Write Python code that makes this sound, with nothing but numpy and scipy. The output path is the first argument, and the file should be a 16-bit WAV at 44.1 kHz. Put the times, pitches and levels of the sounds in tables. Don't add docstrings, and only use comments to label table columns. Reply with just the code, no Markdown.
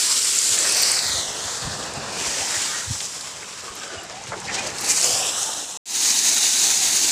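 import sys
import numpy as np
from scipy import signal
from scipy.fft import rfft, irfft
from scipy.io import wavfile
from scipy.ndimage import uniform_filter1d, map_coordinates

SR = 44100
rng = np.random.default_rng(int(sys.argv[2]) if len(sys.argv) > 2 else 0)


def natural_amplitude(level_db):
    exponent = np.asarray(level_db, float) / 20
    return 10 ** exponent


def inscribe(sig):
    pcm = np.round(np.clip(np.atleast_2d(sig).T, -1, 1) * 32767)
    wavfile.write(sys.argv[1], SR, pcm.astype(np.int16))


N = 313551
CUT_S, BACK_S = 5.774, 5.856
TOP_HZ = 15520


def unit(x):
    return x / np.sqrt(np.mean(np.abs(x) ** 2) + 1e-20)


def along(points, hz):
    point_hz, value = np.transpose(points)
    return np.interp(np.log(hz + 1), np.log(point_hz + 1), value)


def curves(rows, t):
    start_s, *columns = np.transpose(rows)
    return [np.interp(t, start_s, column) for column in columns]


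def wobble(rate, t):
    knots = rng.standard_normal(int(t[-1] * rate) + 4)
    return map_coordinates(knots, [t * rate])


def peak(f, centre_hz, width_hz, boost_db):
    return boost_db / (1 + (2 * (f - centre_hz) / width_hz) ** 2)


def grains(s, hz, life, size, count=96):
    t = np.arange(count) / SR
    age = t / life[:, None]
    shape = size[:, None] * np.sin(2 * np.pi * hz[:, None] * t) * age * np.exp(1 - age)
    at = (s * SR).astype(int)[:, None] + np.arange(count)
    return np.bincount(at.ravel(), shape.ravel(), N + count)[:N]


def burst(s, db, hz, span, spread, count):
    draw = rng.random((count, 3))
    late = span * draw[:, 0] ** 1.5 * (np.arange(count) > 0)
    pitch_hz = hz * np.exp(spread * (2 * draw[:, 1] - 1))
    return s + late, pitch_hz, natural_amplitude(db - 9 * late / span - 1.9 * draw[:, 2])


def bursts(events, trim_db, span, spread, count):
    return np.hstack([burst(s, db + trim_db, hz, span, spread, count) for s, db, hz in events])


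def stream(count=40000):
    t = np.arange(N) / SR
    clumps = natural_amplitude(0.22 * wobble(150, t) + 0.94 * wobble(45, t) + 0.53 * wobble(18, t))
    when, pitch, weight = rng.random((count, 3)).T
    hz = 1500 + 13500 * pitch
    size = natural_amplitude(2.3 * weight ** 3) * np.sqrt(hz)
    clicks = unit(grains(when * t[-1], hz, 0.5 / hz, size, count=64))
    return clumps * (clicks + natural_amplitude(5.5) * rng.standard_normal(N))


def carrier_db(f, t):
    # start_s [s], pitch_hz [Hz], boost_db [dB]
    cup = [(0, 577, -14), (.45, 706, -8), (.6, 660, 3), (2.2, 790, 5), (3.6, 1130, 6.5), (3.85, 1300, 3),
           (3.93, 670, 3), (4.1, 696, 13), (4.19, 770, 17), (4.27, 840, 2), (4.5, 800, 8), (4.9, 795, -1),
           (5.05, 604, 4), (5.2, 740, 4.5), (5.77, 790, 7)]
    # start_s [s], pitch_hz [Hz], boost_db [dB]
    case_edge = [(0, 6700, -8.5), (.6, 5840, -5), (.7, 4570, 1), (.92, 4630, 8.5), (1.08, 4400, 7.5),
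                 (1.24, 3630, 6), (1.33, 2200, 0), (1.5, 2300, -5), (1.75, 2230, -18), (2.1, 2100, -11),
                 (2.25, 1600, 1), (2.6, 2500, -1), (4.0, 2300, 0.5), (4.5, 2510, -2), (4.68, 3320, -1.5),
                 (4.95, 3500, -6), (5.1, 2070, -0.5), (5.77, 2160, -14)]
    # start_s [s], pitch_hz [Hz], boost_db [dB]
    body = [(0, 7000, -.1), (.62, 7060, -.1), (.72, 6900, -11), (.9, 6500, -4), (.95, 3400, -.1),
            (1.08, 2740, -12), (1.27, 2500, -9), (1.38, 2220, -10), (1.5, 2670, -8), (1.75, 3080, -8),
            (1.93, 3180, -9), (2.05, 3100, -10), (2.2, 3500, -.1), (4.95, 3470, -1), (5.12, 3780, -3),
            (5.35, 4400, -6), (5.5, 4560, -7), (5.77, 4680, -9)]
    cup_hz, cup_db = curves(cup, t)
    edge_hz, edge_db = curves(case_edge, t)
    body_hz, body_db = curves(body, t)
    cup_width_hz = 298 * natural_amplitude(-0.59 * cup_db)
    hand_db = peak(f, cup_hz, cup_width_hz, cup_db) + peak(f, edge_hz, edge_hz / 3.5, edge_db)
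    return hand_db + peak(f, body_hz, body_hz / 11, body_db)


def close_echo(f, t, walking):
    # start_s [s], notch_spacing_hz [Hz], strength [0-1]
    hand_echo = [(0, 2320, 0), (.48, 2220, 0), (.7, 3570, 0.2), (.92, 3580, 0.3), (1.08, 2800, 0.28),
                 (1.27, 2380, 0.33), (1.38, 2200, 0.1), (1.5, 2740, 0.18), (1.65, 3200, 0.03),
                 (1.95, 3150, 0.1), (2.2, 4230, 0.02), (3.0, 2130, 0.14), (3.9, 2170, 0.17),
                 (4.3, 1990, 0.05), (4.95, 1750, 0.04), (5.25, 2200, 0.46), (5.45, 2420, 0.3),
                 (5.77, 2400, 0.02)]
    # notch_spacing_hz [Hz], strength [0-1]
    ground_echo = (1450, 0.074)
    spacing_hz, strength = np.where(walking, curves(hand_echo, t), np.c_[list(ground_echo)])
    first_notch_db = peak(f, spacing_hz, 450, -6 * strength)
    strength = np.clip(strength, 0, .95) / (1 + (f / 12000) ** 3)
    return natural_amplitude(first_notch_db) * np.abs(1 - strength * np.exp(2j * np.pi * f / spacing_hz))


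def view_levels(t, walking):
    # start_s [s], rumble bending round the carrier level_db [dB], lift of the open view lift_db [dB]
    carry = [(0, -39.5, 22), (.5, -41.5, 21.5), (.65, -36, 15), (.9, -36.5, 16.5), (1.33, -36.5, 6),
             (1.56, -37, 6), (2.05, -33.5, -2.5), (2.3, -35, 10), (2.75, -38.5, 13.5), (2.97, -44, 16),
             (3.45, -42.5, 3), (3.99, -39.5, -3), (4.43, -41, 2), (4.56, -33, 2), (4.8, -36.5, 4.5),
             (4.92, -37.5, 14), (5.2, -34, 10.5), (5.76, -44, 10.5)]
    # start_s [s], lift_db [dB], length_s [s]
    jerks = [(1.106, 1, 0.15), (1.533, 3, 0.21), (2.4, -1, .08), (2.85, -4.5, 0.16), (3.77, 4.5, 0.68),
             (4.28, 6, 0.022), (4.55, 8.5, 0.025), (4.592, 5.5, 0.018), (4.672, 8.5, 0.012),
             (4.73, -2.5, 0.071), (4.91, 4.5, 0.045), (5.065, 2.5, 0.28), (5.346, -1.5, 0.098),
             (5.417, 3.5, 0.09), (5.6, -0.5, 0.064)]
    view_share = [0, .3, 1, 1.15]
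    shaded_db = [-0.5, 1, 1, -19]
    stand_db = [-37.5, -32.5, -17, -31.5]
    # start_s [s], level_db [dB]
    cover = [
        (0, 0.5),
        (1.0, 2),
        (1.5, 0),
        (3.5, 1),
        (3.84, 1),
        (3.95, -2.5),
        (4.45, 0),
        (4.55, -7.5),
        (4.8, 5),
        (5.76, 2.5),
    ]
    level_db, view_db = curves(carry, t)
    for s, db, length_s in jerks:
        view_db = view_db + db * np.exp(-(2 * (t - s) / length_s) ** 2)
    walk_db = level_db + np.c_[shaded_db] + np.c_[view_share] * view_db
    heard_db = np.where(walking, walk_db, np.c_[stand_db])
    heard_db[-1] += walking * curves(cover, t)[0]
    return heard_db


def pour():
    # pitch_hz [Hz], level_db [dB per Hz]
    walk_tone = [(88, -53), (150, -37), (263, -7), (472, -5.5), (797, -8.5), (1430, -9), (3420, -5),
                 (5040, 0.5), (7580, 5.5), (8520, 1), (13100, -17.5), (14700, -18.5), (15600, -20)]
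    # pitch_hz [Hz], level_db [dB per Hz]
    stand_tone = [(120, -47), (200, -19), (345, -13.5), (770, -15), (1110, -22), (2140, -16), (3250, -11.5),
                  (3800, -10), (5200, -17.5), (6600, -12), (8500, -19), (10300, -24), (12000, -32),
                  (15600, -33)]
    # pitch_hz [Hz], width_hz [Hz], boost_db [dB]
    stand_dips = [
        (530, 240, -16.5),
        (3340, 880, -8.5),
    ]
    edges_hz = [250, 1200, 3500, 9500, 15500]
    hz, t, z = signal.stft(stream(), SR, nperseg=512, noverlap=384)
    usual = np.sqrt(np.mean(np.abs(z) ** 2, axis=1))
    z = z / uniform_filter1d(usual, size=9)[:, None]
    f = hz[:, None]
    walking = t < (CUT_S + BACK_S) / 2
    walk_db = along(walk_tone, f) + carrier_db(f, t)
    stand_db = along(stand_tone, f) + sum(peak(f, *dip) for dip in stand_dips)
    colour = natural_amplitude(np.where(walking, walk_db, stand_db)) * close_echo(f, t, walking)
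    shade_db = []
    for lo, hi, db in zip(edges_hz, edges_hz[1:], view_levels(t, walking)):
        band_power = np.sum(colour[(hz >= lo) & (hz < hi)] ** 2, axis=0)
        shade_db.append(db - 10 * np.log10(band_power))
    centres = np.log([600, 2100, 6000, 11500])
    blend = np.array([np.interp(np.log(hz + 1), centres, row) for row in np.eye(4)])
    patches = uniform_filter1d(rng.standard_normal(z.shape), size=7, axis=0)
    patches = uniform_filter1d(patches, size=14, axis=1)
    streaks = uniform_filter1d(rng.standard_normal(z.shape), size=40, axis=1)
    uneven_db = 0.5 * unit(patches) + 1.9 * unit(streaks) / (1 + (f / 6000) ** 2)
    z = z * colour * natural_amplitude(blend.T @ shade_db + uneven_db - 2.0)
    return signal.istft(z, SR, nperseg=512, noverlap=384)[1][:N]


def buffet():
    # start_s [s], level_db [dB]
    gusts = [(0, -56), (.43, -56), (.58, -51), (1.14, -48), (1.49, -50), (1.7, -42.5), (2.23, -44.5),
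             (2.58, -52), (3.96, -53.5), (4.5, -43.5), (5.17, -48.5), (5.75, -57.5), (7.1, -51)]
    # pitch_hz [Hz], level_db [dB per Hz]
    wind_tone = [(15, -38), (25, -22.5), (81, -2), (188, -0.5), (236, -5), (265, -12), (300, -17),
                 (390, -77), (660, -120)]
    t = np.arange(N) / SR
    hz = np.fft.rfftfreq(N, 1 / SR)
    noise = irfft(rfft(rng.standard_normal(N)) * natural_amplitude(along(wind_tone, hz)), N)
    return natural_amplitude(curves(gusts, t)[0]) * unit(noise * natural_amplitude(0.55 * wobble(11, t)))


def slides():
    # start_s [s], peak level_db [dB], pitch_hz [Hz],
    # length_s [s]
    runs = [(2.461, -24.5, 1740, 0.14), (0.019, -29.5, 1110, 0.16), (2.495, -19.5, 3100, .3),
            (2.651, -25, 1540, 0.24), (3.751, -29, 1470, 0.31), (4.315, -33, 596, 0.015),
            (4.316, -34, 1050, 0.0097), (4.322, -30, 1780, 0.023), (4.327, -32, 532, .024),
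            (4.325, -33, 1400, 0.037), (4.341, -36, 856, 0.054), (4.341, -39, 425, 0.053),
            (4.472, -23, 2130, 0.047), (4.532, -28, 2580, 0.11), (5.062, -10.5, 5440, 0.12),
            (5.075, -29, 700, 0.17), (5.1, -19, 3000, 0.26)]
    out = np.zeros(N)
    for s, db, hz, length_s in runs:
        when, pitch, weight = rng.random((200, 3)).T
        pitch_hz = hz * np.exp(.2 * (2 * pitch - 1))
        size = natural_amplitude(db - 8.5 - 13.3 * weight) * np.sqrt(np.sin(np.pi * when))
        out += grains(s + length_s * when, pitch_hz, 2.2 / pitch_hz, size, count=640)
    return out


def near_chips():
    # start_s [s], peak level_db [dB], pitch_hz [Hz]
    chips = [(0.2484, -2, 8050), (0.3596, -6, 7720), (0.3874, -3, 8040), (.3915, -4, 7300),
             (0.417, -5, 7400), (0.4913, -7, 7750), (0.5887, -5, 7900), (0.6929, -7, 8060),
             (0.7227, -4, 8600), (.7302, -11, 8600), (0.748, -7, 6550), (0.79, -12, 4900),
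             (0.8046, -8, 5270), (0.8181, -9, 6100), (0.8296, -0.5, 8700), (.8334, -4, 5000),
             (.8422, -13, 5130), (0.9176, -4.5, 8100), (0.991, -10, 4880), (1.3739, -26, 7100),
             (1.573, -16, 7500), (1.8381, -19, 7700), (1.9371, -19, 7500), (2.2012, -20, 4960),
             (2.5494, -21, 7470), (3.0547, -17, 7400), (3.6081, -25, 5200), (3.7649, -20, 7000),
             (3.7993, -28, 5400), (3.879, -23, 7700), (4.0505, -26, 6500), (4.0981, -23, 6100),
             (4.1252, -31, 4100), (4.2383, -21, 6900), (4.262, -24, 6800), (4.2747, -27, 7300),
             (4.4022, -18, 7540), (4.4639, -27, 4600), (4.48, -19.5, 4570), (4.7037, -21, 7000),
             (4.8634, -10, 7500), (4.9, -7, 7500), (4.907, -4, 6500), (4.913, -8, 6500), (4.9664, -8, 8000),
             (5.014, -7, 7100), (5.029, -7.5, 5400), (5.044, 0, 6300), (5.1074, -11, 6700),
             (5.1287, -10, 7160), (5.4305, -11, 6340), (5.5368, -17, 5700), (6.105, -9, 6810),
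             (6.19, -3, 6600), (6.289, -12, 6410), (6.342, -8, 6600)]
    s, hz, size = bursts(chips, -3.0, span=0.0016, spread=0.2, count=3)
    return grains(s, hz, 2.1 / hz, size, count=128)


def bumps():
    # start_s [s], peak level_db [dB], pitch_hz [Hz]
    jolts = [(0.505, -37, 107), (1.049, -41, 97), (1.095, -39, 78), (1.137, -32, 86), (1.175, -36, 89),
             (1.44, -36.5, 95), (1.62, -32, 113), (1.662, -27, 126), (1.7, -34, 98), (1.27, -44, 55),
             (1.64, -31, 58), (3.69, -44, 60), (1.959, -31, 123), (2.265, -37, 66), (2.399, -41, 81),
             (2.559, -39, 102), (2.867, -28, 89), (2.896, -20.5, 106), (2.937, -37, 94), (3.96, -38, 90),
             (4.279, -34, 117), (5.12, -38, 110)]
    settle_s = 0.036
    t, out = np.arange(SR // 5) / SR, np.zeros(N)
    swell = np.exp(-((t - settle_s / 2) / settle_s * 3) ** 2)
    for s, db, hz in jolts:
        turns = hz * t * (1.3 - .3 * np.minimum(t / settle_s, 1))
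        out[round(s * SR):][:len(t)] += natural_amplitude(db) * np.sin(2 * np.pi * turns) * swell
    return out


def knocks():
    # start_s [s], peak level_db [dB], pitch_hz [Hz]
    blows = [(.577, -19.5, 2400), (.648, -18.5, 1750), (0.755, -21.5, 1650), (1.476, -26, 970),
             (1.67, -25, 190), (1.97, -25, 200), (2.901, -28.5, 189), (1.838, -29, 1440), (1.954, -27, 930),
             (2.472, -27, 1600), (2.515, -35, 1650), (2.543, -24, 1510), (3.003, -29, 2300),
             (4.096, -29, 1260), (4.27, -29, 2720), (4.319, -19.5, 1210), (0.967, -25, 1790),
             (1.095, -29, 1990), (2.953, -31, 1400), (3.015, -32, 830), (3.127, -37, 1200),
             (3.252, -38, 1900), (3.425, -29.5, 1910), (4.494, -26, 1990), (4.418, -30, 1220),
             (4.594, -24, 1060), (5.042, -24, 670), (5.089, -22.5, 493), (5.488, -26, 720),
             (6.37, -24, 2120), (6.701, -22, 2180), (6.862, -27, 2180)]
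    s, hz, size = bursts(blows, -10.5, span=.03, spread=0.5, count=40)
    return grains(s, hz, 1.22 / hz, size * np.sqrt(hz / 900), count=768)


def finger_squeaks():
    # start_s [s], peak level_db [dB], pitch_hz [Hz]
    slips = [(.765, -28, 14300), (.7695, -24, 14100), (.785, -26, 14600), (.804, -27, 14300),
             (.815, -30, 14300), (.822, -15, 14400), (.8317, -26, 14500), (1.023, -31, 15000),
             (1.043, -24, 15000), (1.08, -30, 14200), (1.091, -31, 14700), (1.326, -37, 13800),
             (2.55, -31, 14900), (3.753, -34, 11700), (4.034, -44, 11800), (5.1286, -32, 13300),
             (6.0985, -27, 14900), (6.26, -26, 13700), (6.344, -24, 14800), (6.952, -24, 14800),
             (6.9575, -24, 14500)]
    s, hz, size = bursts(slips, -1.5, span=.003, spread=.03, count=3)
    return grains(s, hz, 9 / hz, size, count=320)


def grit():
    # start_s [s], peak level_db [dB], pitch_hz [Hz]
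    crunches = [(1.827, -23, 5000), (2.18, -31, 5800), (3.003, -21, 4020), (3.209, -23, 6300),
                (3.753, -33, 6950), (3.834, -27, 4300), (4.037, -33, 6860), (4.153, -32, 3970),
                (4.222, -35, 6400), (4.289, -29, 5700), (4.453, -25.5, 5700), (4.547, -30, 6440),
                (4.664, -32, 6400), (4.738, -31, 4400), (4.784, -18, 6400), (4.809, -19, 9450),
                (4.843, -17, 6700), (4.859, -21, 6400), (4.89, -15, 7240), (5.292, -20, 5800),
                (5.417, -22, 6140)]
    s, hz, size = bursts(crunches, -8.5, span=0.014, spread=0.53, count=40)
    return grains(s, np.minimum(hz, TOP_HZ), 2.1 / hz, size, count=192)


def steel_bed():
    # start_s [s], pitch_hz [Hz], level_db [dB], t60_s [s]
    modes = [
        (2.68, 1220, -26.5, 0.33),
        (2.72, 1560, -25, 0.16),
        (2.725, 1886, -25, 0.31),
        (2.69, 2246, -43, .12),
        (5.04, 494, -27.5, 0.47),
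        (5.18, 10000, -39, .04),
    ]
    t, out = np.arange(N) / SR, np.zeros(N)
    for s, hz, db, t60_s in modes:
        age = np.maximum(t - s, 0)
        swell = 1 - np.exp(-age / 0.027)
        out += natural_amplitude(db - 60 * age / t60_s) * swell * np.sin(2 * np.pi * hz * age)
    return out


def creak():
    # start_s [s], length_s [s], from_hz [Hz], to_hz [Hz], level_db [dB]
    squeals = [(3.53, 0.32, 1283, 1230, -49), (3.65, .1, 1120, 1094, -45), (3.8, .28, 1546, 1520, -43),
               (3.86, .085, 3150, 2930, -49), (3.95, .08, 2890, 2680, -48), (3.901, 0.19, 640, 700, -46.5),
               (4.12, 0.15, 710, 860, -47), (4.398, 0.11, 800, 767, -44), (4.47, 0.18, 780, 805, -40.5),
               (4.64, 0.36, 840, 820, -43), (5.021, 0.18, 720, 635, -40), (5.138, 0.15, 740, 786, -37.5),
               (4.57, .06, 2550, 2470, -36), (4.878, 0.049, 2400, 2420, -36), (5.17, 0.09, 2600, 2560, -37),
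               (5.435, 0.088, 870, 872, -38.5)]
    waver, flutter_db = .022, 6
    out = np.zeros(N)
    for s, length_s, from_hz, to_hz, db in squeals:
        part = np.arange(round(length_s * SR)) / (length_s * SR)
        glide_hz = from_hz + (to_hz - from_hz) * part
        hz = glide_hz * (1 + waver * wobble(70, part * length_s))
        swell = natural_amplitude(db + flutter_db * wobble(60.6, part * length_s)) * np.sqrt(np.sin(np.pi * part))
        out[round(s * SR):][:len(part)] += swell * np.sin(2 * np.pi * np.cumsum(hz) / SR)
    return out


def scene():
    mono = pour() + buffet() + slides() + near_chips() + bumps() + knocks()
    mono = mono + finger_squeaks() + grit() + steel_bed() + creak()
    return np.array([mono, mono])


def drop_faint_treble(x):
    # pitch_hz [Hz], level_db [dB per bin]
    faint = [(11500, -112), (12500, -90.5), (14000, -90), (15500, -89)]
    hz, _, z = signal.stft(x, SR, nperseg=2048, noverlap=1536)
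    band = (hz // 215).astype(int)
    starts = np.flatnonzero(np.diff(band, prepend=-1))
    power = np.add.reduceat(np.abs(z) ** 2, starts, axis=1) / np.bincount(band)[:, None]
    heard = uniform_filter1d(power, size=3, axis=2)[:, band] > natural_amplitude(2 * along(faint, hz))[:, None]
    kept = (heard | (hz < 11500)[:, None]) * (hz < TOP_HZ)[:, None]
    return signal.istft(z * kept, SR, nperseg=2048, noverlap=1536)[1][:, :N]


def top_cut(x):
    return signal.sosfilt(signal.butter(12, 15700, fs=SR, output="sos"), x)


def record(dry):
    ceiling, fade_s, start_gain = .72, .21, .085
    heard = drop_faint_treble(dry)
    heard = heard / (1 + np.abs(heard / ceiling) ** 6) ** (1 / 6)
    t = np.arange(N) / SR
    walk_out = np.clip((CUT_S - t) / 0.0015, 0, 1)
    steady_in = np.clip(start_gain + (t - BACK_S) / fade_s, 0, 1)
    return top_cut(heard * np.where(t < BACK_S, walk_out, steady_in))


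dry = scene()
out = record(dry)
inscribe(out)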